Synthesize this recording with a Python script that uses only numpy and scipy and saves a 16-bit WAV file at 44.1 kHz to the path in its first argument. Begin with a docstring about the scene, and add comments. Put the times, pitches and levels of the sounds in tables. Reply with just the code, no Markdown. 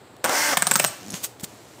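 """A cordless drill drives a screw into the metal arm of a door closer, close by in a small live room.
First the gears clack into motion and whir, and the drill's case groans as the screw draws tight.
Then the clutch slips seven times, and each blow sets plastic and steel parts ringing.
Next the bit sticks and slips in the screw head, creaking until it comes free and slides over the arm.
Last come a few scrapes, taps and knocks as the drill is moved away."""
import sys
import numpy as np
from scipy import signal
from scipy.fft import rfft, irfft
from scipy.io import wavfile
from scipy.ndimage import uniform_filter1d

SR = 44100
rng = np.random.default_rng(int(sys.argv[2]) if len(sys.argv) > 2 else 0)


def master(y):
    """Save y as 16-bit WAV."""
    cut = np.clip(np.atleast_2d(y).T, -1, 1)
    pcm = np.round(cut * 32767)  # scale
    wavfile.write(sys.argv[1], SR, pcm.astype(np.int16))


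N = 79380
T = np.arange(N) / SR

# The tone of the background. Each row: frequency in Hz, level in dB.
BACKGROUND_TONE = [(25, -93), (55, -14), (85, -9), (118, -1), (150, -9.5), (300, -4), (700, -7.5),
                   (1300, -15), (3200, -23.5), (4200, -22.5), (6200, -35), (7800, -22.5), (9800, -37)]
# How long the room echoes. Each row: frequency in Hz, seconds to fade by 60 dB.
ECHO_TIMES = [(150, 0.64), (1000, 0.55), (4500, 0.74), (8000, 0.42), (15000, 0.48)]
# Light metal taps. Each row: start in seconds, level in dB, centre in Hz, width in Hz, fade in seconds.
METAL_TAPS = [(0.1657, -45, 6000, 8000, 0.0017), (1.104, -26.5, 6220, 1900, .0019),
              (1.106, -27, 10700, 594, .0021), (1.1205, -33, 7660, 5000, 0.0016),
              (1.1418, -21.5, 3050, 4400, 0.00062), (1.3975, -34.5, 3200, 7800, 0.0011),
              (1.4428, -28.5, 3200, 3000, 0.00085)]
# Scrapes of tool and hand. 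Each row: peak time, rise and fade in seconds, level in dB.
HAND_SCRAPES = [(1.244, 0.0093, 0.011, -21), (1.41, 0.0079, 0.0034, -40), (1.443, 0.009, 0.0049, -25.5)]
# The tone of a scrape. Each row: frequency in Hz, level in dB.
SCRAPE_TONE = [(120, -7), (700, -9), (2000, -7.5), (3500, -5), (6000, -1.5), (8200, 5), (10000, -4.5),
               (14500, 0)]
# The faint rustle of handling. Each row: time in seconds, level in dB.
RUSTLE_LEVELS = [(.9, -53), (1.06, -50.5), (1.125, -48.5), (1.153, -33), (1.2, -42), (1.29, -52.5),
                 (1.35, -68), (1.48, -51.5), (1.6, -54), (1.75, -53.5)]
# The tone of that rustle. Each row: frequency in Hz, level in dB.
RUSTLE_TONE = [(100, -24), (300, 2.5), (1000, -4), (5000, -2.5), (7500, -0.5), (9500, -7), (14500, -11)]
# Soft handling knocks. Each row: start in seconds, level in dB, pitch in Hz, fade in seconds.
SOFT_KNOCKS = [(1.136, -29.5, 164, 0.0053), (1.4317, -23.5, 176, 0.0038)]
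# The bit creaking out of the screw. Each row: time in seconds, slips per second, level in dB.
CREAK_PATH = [(1.0, 97, -52), (1.03, 93.6, -44), (1.06, 90.4, -46.5), (1.08, 109, -41), (1.118, 99, -40.5),
              (1.141, 215, -32.5), (1.158, 88, -56)]
# The tone of one slip of the bit. Each row: frequency in Hz, level in dB.
CREAK_TONE = [(50, -30.5), (100, -4), (215, 8), (300, 1), (500, -9), (1500, -15), (8000, -29)]
# The bit ringing in the screw head. Each row: start and hold in seconds, squeak and top ring in dB.
BIT_RINGS = [(0.585, 0.01, -32, -44), (0.68, .0064, -51, -40), (0.735, 0.0041, -19, -36),
             (0.766, 0.0085, -28.5, -30), (.789, 0.0082, -22, -41), (0.817, 0.015, -33, -34),
             (.859, 0.02, -26, -41)]
# The bit's own notes. Each row: pitch in Hz, level in dB.
BIT_NOTES = [(8430, 3), (8570, -14), (11850, -11)]
# The motor's speed, before surges. Each row: time in seconds, shaft turns per second.
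MOTOR_SPEED = [(.24, 109.1), (.28, 221), (.32, 277.1), (.38, 295.4), (.45, 303.2), (.5, 293), (.53, 271.5),
               (.565, 120.7), (.85, 106.9), (.97, 97)]
# How loud the gears are. Each row: time in seconds, growl in dB, hiss in dB.
GEAR_LEVELS = [(.238, -51, -52), (.246, -25, -38), (.275, -30, -34), (.325, -26, -27), (.38, -23.5, -24),
               (.536, -22, -26), (.565, -47, -43), (.7, -37.5, -38.5), (.86, -41, -34.5), (.94, -76, -54)]
# The tone of the gears' growl. Each row: frequency in Hz, level in dB.
GROWL_TONE = [(88, -55), (150, -40), (292, -18.5), (423, -12), (590, -6), (674, -8), (891, -3), (1280, -3),
              (2110, 0), (2320, -5.5), (3600, -11), (4680, -76)]
# The tone of the gears' hiss. Each row: frequency in Hz, level in dB.
HISS_TONE = [(2500, -24), (3700, -7.5), (4700, -1.5), (5650, 2.5), (6300, 0), (7200, -1.5), (8700, -2.5),
             (10900, -12), (14200, -8.5)]
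# The notes of the whine. Each row: multiple of the shaft speed, dB added to the growl level.
WHINE_NOTES = [(1, -18.5), (2, -22.5), (3, -11.5), (5.3, -8), (7, -14.5), (18.5, -32)]
# Three gear clacks, then seven clutch slips. Each row: start in seconds, blow in dB, seconds until the
# rebound, rebound in dB, extra dB for the body, then pitch in Hz and extra dB for each of case, arm, steel.
CLACK_HITS = [(0.2422, -16, 0.0043, -15, 3.5, 524, 5, 1380, 3.5, 8570, -2),
              (0.2517, -25, 0.0067, -25, 8.5, 1330, -1, 700, 8, 8400, 2),
              (.2938, -20.5, 0.0018, -27, -4, 282, 6, 920, 9.5, 8300, -11),
              (0.5709, -10, 0.0041, -14.5, 4, 1176, 0.5, 2260, 0.5, 7500, -3),
              (.6221, -11.5, 0.0043, -20.5, 0.5, 1600, 2, 2070, 2.5, 8130, 1),
              (0.6689, -12, .00425, -16.5, -5, 750, -2, 1340, -2, 8500, 1),
              (0.712, -11, 0.00427, -12.5, 1, 1470, -3, 2480, -2, 7760, 0.5),
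              (0.7558, -10.5, 0.0046, -12, 1, 1320, 3.5, 1070, -3.5, 6470, -4.5),
              (.7970, -10, 0.0032, -14.5, -2, 600, -2, 2470, 5.5, 8150, -5),
              (0.8415, -13.5, 0.0054, -10, -3, 660, 0.5, 1480, 2.5, 5550, -3.5)]
# The tone of a sharp crack, also used for the bit's rub. Each row: frequency in Hz, level in dB.
CRACK_TONE = [(300, -55), (1500, -4.5), (2500, -3), (3500, 0.5), (6000, -1), (8000, 3.5), (11000, -5),
              (14000, -5.5)]
# The tone of the drill's body when struck. Each row: frequency in Hz, level in dB.
BODY_TONE = [(90, -22.5), (220, 1.5), (350, -6), (560, 1), (800, 0), (1650, 4), (2300, -9), (4000, -14)]

SEATED_S = .55  # the screw is tight from here on


def amp(db):
    """Turn decibels into a multiplier."""
    return 10 ** (np.asarray(db) / 20)


def unit(x):
    """Scale a signal to an average power of one."""
    return x / np.sqrt(np.mean(x ** 2) + 1e-20)


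def curve(rows, column=1):
    """One column of a table, joined by straight lines in time."""
    rows = np.array(rows)
    return np.interp(T, rows[:, 0], rows[:, column])


def value_at(points, hz):
    """Look up a table's value at any frequency."""
    f, value = np.transpose(points)
    return np.interp(np.log(hz + 1), np.log(f + 1), value)


def noise():
    """Plain white hiss."""
    return rng.standard_normal(N)


def drift(seconds):
    """Random wandering of size one; more seconds make it slower."""
    size = max(2, int(seconds * SR))
    return unit(uniform_filter1d(uniform_filter1d(noise(), size), size))


def colour(x, tone):
    """Give a sound the tone in a table, with a filter that rings only after each hit."""
    db = value_at(tone, abs(np.fft.fftfreq(4096, 1 / SR)))
    log_gain = np.log(amp(np.maximum(db, -100)))
    taps = np.fft.ifft(np.exp(np.conj(signal.hilbert(log_gain)))).real[:2048]
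    return signal.fftconvolve(x, taps / np.linalg.norm(taps))[:N]


def band(hz, width_hz):
    """Noise gathered around one pitch."""
    f = np.fft.rfftfreq(N, 1 / SR)
    distance = (f - hz * hz / (f + 1)) / width_hz
    return unit(irfft(rfft(noise()) / (1 + distance ** 2 / 2), N))


def burst(start, rise, fall, hold=0):
    """A level that rises, holds and dies away; all times are in seconds."""
    t = T - start
    return np.clip(t / rise, 0, 1) * np.exp(-np.maximum(t - rise - hold, 0) / fall)


def background():
    """A steady low rumble with a slight flutter."""
    return amp(-48) * unit(colour(noise() * amp(0.79 * drift(0.0067)), BACKGROUND_TONE))


def room_echo(x):
    """Sound bounces off nearby surfaces, then blurs into a fading tail."""
    hz, t, spectrum = signal.stft(noise(), SR, nperseg=256)
    fade = amp(-60 * t / value_at(ECHO_TIMES, hz)[:, None])
    tail = signal.istft(spectrum * fade, SR, nperseg=256)[1][:N]
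    tail *= np.clip((T - .004) / 0.0018, 0, 1)
    early = noise() * (rng.random(N) < .05) * burst(0.0017, 0.00039, fall=0.011)
    echo = amp(-12) * tail / np.linalg.norm(tail) + amp(-15) * early / np.linalg.norm(early)
    return signal.fftconvolve(x, echo)[:N]


def handling():
    """Hand and tool tap, scrape, rustle and knock as the drill is lifted away."""
    taps = sum(amp(db) * burst(start, 0.00045, fall) * band(hz, width)
               for start, db, hz, width, fall in METAL_TAPS)
    rub, knocks = np.zeros((2, N))
    for peak, rise, fall, db in HAND_SCRAPES:
        spread = np.where(T < peak, rise / 2, fall / np.sqrt(2))
        rub += amp(db) * np.exp(1 - np.hypot(1, (T - peak) / spread))  # a rounded swell
    grain = unit(amp(2 * drift(0.00031))) * noise()
    scrapes = colour(rub * grain, SCRAPE_TONE)
    rustle = colour(amp(curve(RUSTLE_LEVELS)) * (T > RUSTLE_LEVELS[0][0]) * grain, RUSTLE_TONE)
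    for start, db, hz, fall in SOFT_KNOCKS:
        thump = np.sin(2 * np.pi * hz * (T - start)) + amp(-10) * band(310, 330)
        knocks += amp(db) * burst(start, 0.0025, fall) * thump
    return taps + scrapes + rustle + knocks


def bit_creak():
    """The bit sticks and slips unevenly, speeding up until it comes free and slides over the arm."""
    rate = curve(CREAK_PATH) * np.exp(0.096 * drift(.005))
    creaking = (T > CREAK_PATH[0][0]) * (T < CREAK_PATH[-1][0])
    slips = np.diff(np.floor(np.cumsum(rate) / SR), prepend=0) * creaking
    pulses = slips * np.sqrt(SR / rate) * amp(curve(CREAK_PATH, column=2) + noise())
    pulse_tails = signal.lfilter([1], [1, -np.exp(-1 / (0.0012 * SR))], pulses)
    grit = amp(-19.5) * pulse_tails * band(5800, 2200)
    slide = amp(-40) * burst(1.145, rise=0.012, fall=0.035) * band(6600, 260)
    return colour(pulses, CREAK_TONE) + grit + slide


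def bit_ring():
    """Between clutch slips the bit chatters in the screw head: its notes waver over a dry rub."""
    notes = unit(sum(amp(db) * np.sin(2 * np.pi * np.cumsum(hz * (1 + .005 * drift(0.0014))) / SR)
                     for hz, db in BIT_NOTES))
    chatter = unit(amp(3 * drift(0.0015)))
    squeak = chatter * (notes + amp(-9) * colour(noise(), CRACK_TONE))
    top_ring = band(15000, 250)
    return sum(burst(start, 0.0016, 0.0049, hold) * (amp(db) * squeak + amp(top_db) * top_ring)
               for start, hold, db, top_db in BIT_RINGS)


def shaft_turns():
    """Count the motor's turns. Each clutch slip frees it: it surges, then sags under the load again."""
    surge_hz = sum(95 * burst(start, 0.00112, fall=.019) for start, *_ in CLACK_HITS if start > SEATED_S)
    waver = 1 + 0.01447 * drift(0.011)
    return np.cumsum((curve(MOTOR_SPEED) + surge_hz) * waver) / SR


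def motor():
    """Gear teeth rattle once a turn, loose gears blur the shaft's whine, and the case groans."""
    turns = shaft_turns()
    teeth = unit((1 + 0.11 * np.cos(2 * np.pi * turns)) * amp(drift(0.00037)))
    running = (T > GEAR_LEVELS[0][0]) * (T < GEAR_LEVELS[-1][0])
    whine = np.zeros(N)
    for multiple, db in WHINE_NOTES:
        cycles = multiple * turns + rng.random() + .05 * drift(.004)
        flicker = unit(amp(3.5 * drift(.004)))
        whine += amp(db) * np.sqrt(2) * np.sin(2 * np.pi * cycles) * flicker
    speeding_up = (1 - np.tanh((T - 0.36) / 0.012)) / 2
    tightening = np.exp(-((T - .532) / 0.01) ** 2) / 2
    groan = amp(1) * band(660, 560) * (speeding_up + tightening)
    rattle = amp(-3) * colour(teeth * noise(), GROWL_TONE)
    growl = amp(curve(GEAR_LEVELS)) * (rattle + whine + groan)
    hiss = amp(curve(GEAR_LEVELS, column=2)) * colour(teeth * noise(), HISS_TONE)
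    return running * (growl + hiss)


def clacks():
    """Gears and clutch strike and rebound: a crack, then the plastic case, metal arm and steel ring."""
    crack, body, parts, shake = np.zeros((4, N))
    for (start, blow_db, lag, rebound_db, body_db,
         case_hz, case_db, arm_hz, arm_db, steel_hz, steel_db) in CLACK_HITS:
        snap, ring = np.zeros((2, N))
        for hit, db in (start, blow_db), (start + lag, rebound_db):
            snap += amp(db) * burst(hit, rise=.0005, fall=.0012, hold=0.00046)
            ring += amp(db) * burst(hit - 0.00072, rise=0.0013, fall=0.0028)  # the body moves first
        crack += snap
        body += amp(body_db) * ring
        parts += amp(case_db - 7.5) * ring * np.sin(2 * np.pi * case_hz * (T - start))
        parts += amp(arm_db - 8) * ring * band(arm_hz, width_hz=500)
        parts += amp(steel_db - 2) * snap * band(steel_hz, width_hz=580)
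        if start > SEATED_S:  # a clutch slip also shakes the whole drill
            shake += amp(max(blow_db, rebound_db)) * burst(start, rise=0.002, fall=0.02)
    cracks = colour(crack * noise(), CRACK_TONE)
    knocks = amp(-5) * colour(body * noise(), BODY_TONE)
    thuds = amp(-20.5) * shake * np.sin(2 * np.pi * shaft_turns())
    return cracks + knocks + parts + thuds


def scene():
    """The drill and the handling share one room; the handling echoes less."""
    drill = motor() + clacks() + bit_ring()
    hands = bit_creak() + handling()
    return (drill + hands + room_echo(drill + amp(-8) * hands) + background())[None]


def record(dry):
    """A small microphone softly overloads on loud clacks; the deep bass and highest treble are cut."""
    ceiling, low_cut_hz, high_cut_hz = 1.06, 48, 15600
    soft = ceiling * np.tanh(dry / ceiling)
    thin = signal.sosfilt(signal.butter(2, low_cut_hz, "high", fs=SR, output="sos"), soft)
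    treble_cut = signal.firwin(401, high_cut_hz, window=("kaiser", 8), fs=SR)
    return signal.oaconvolve(thin, treble_cut[None], "same")


dry = scene()
out = record(dry)
master(out)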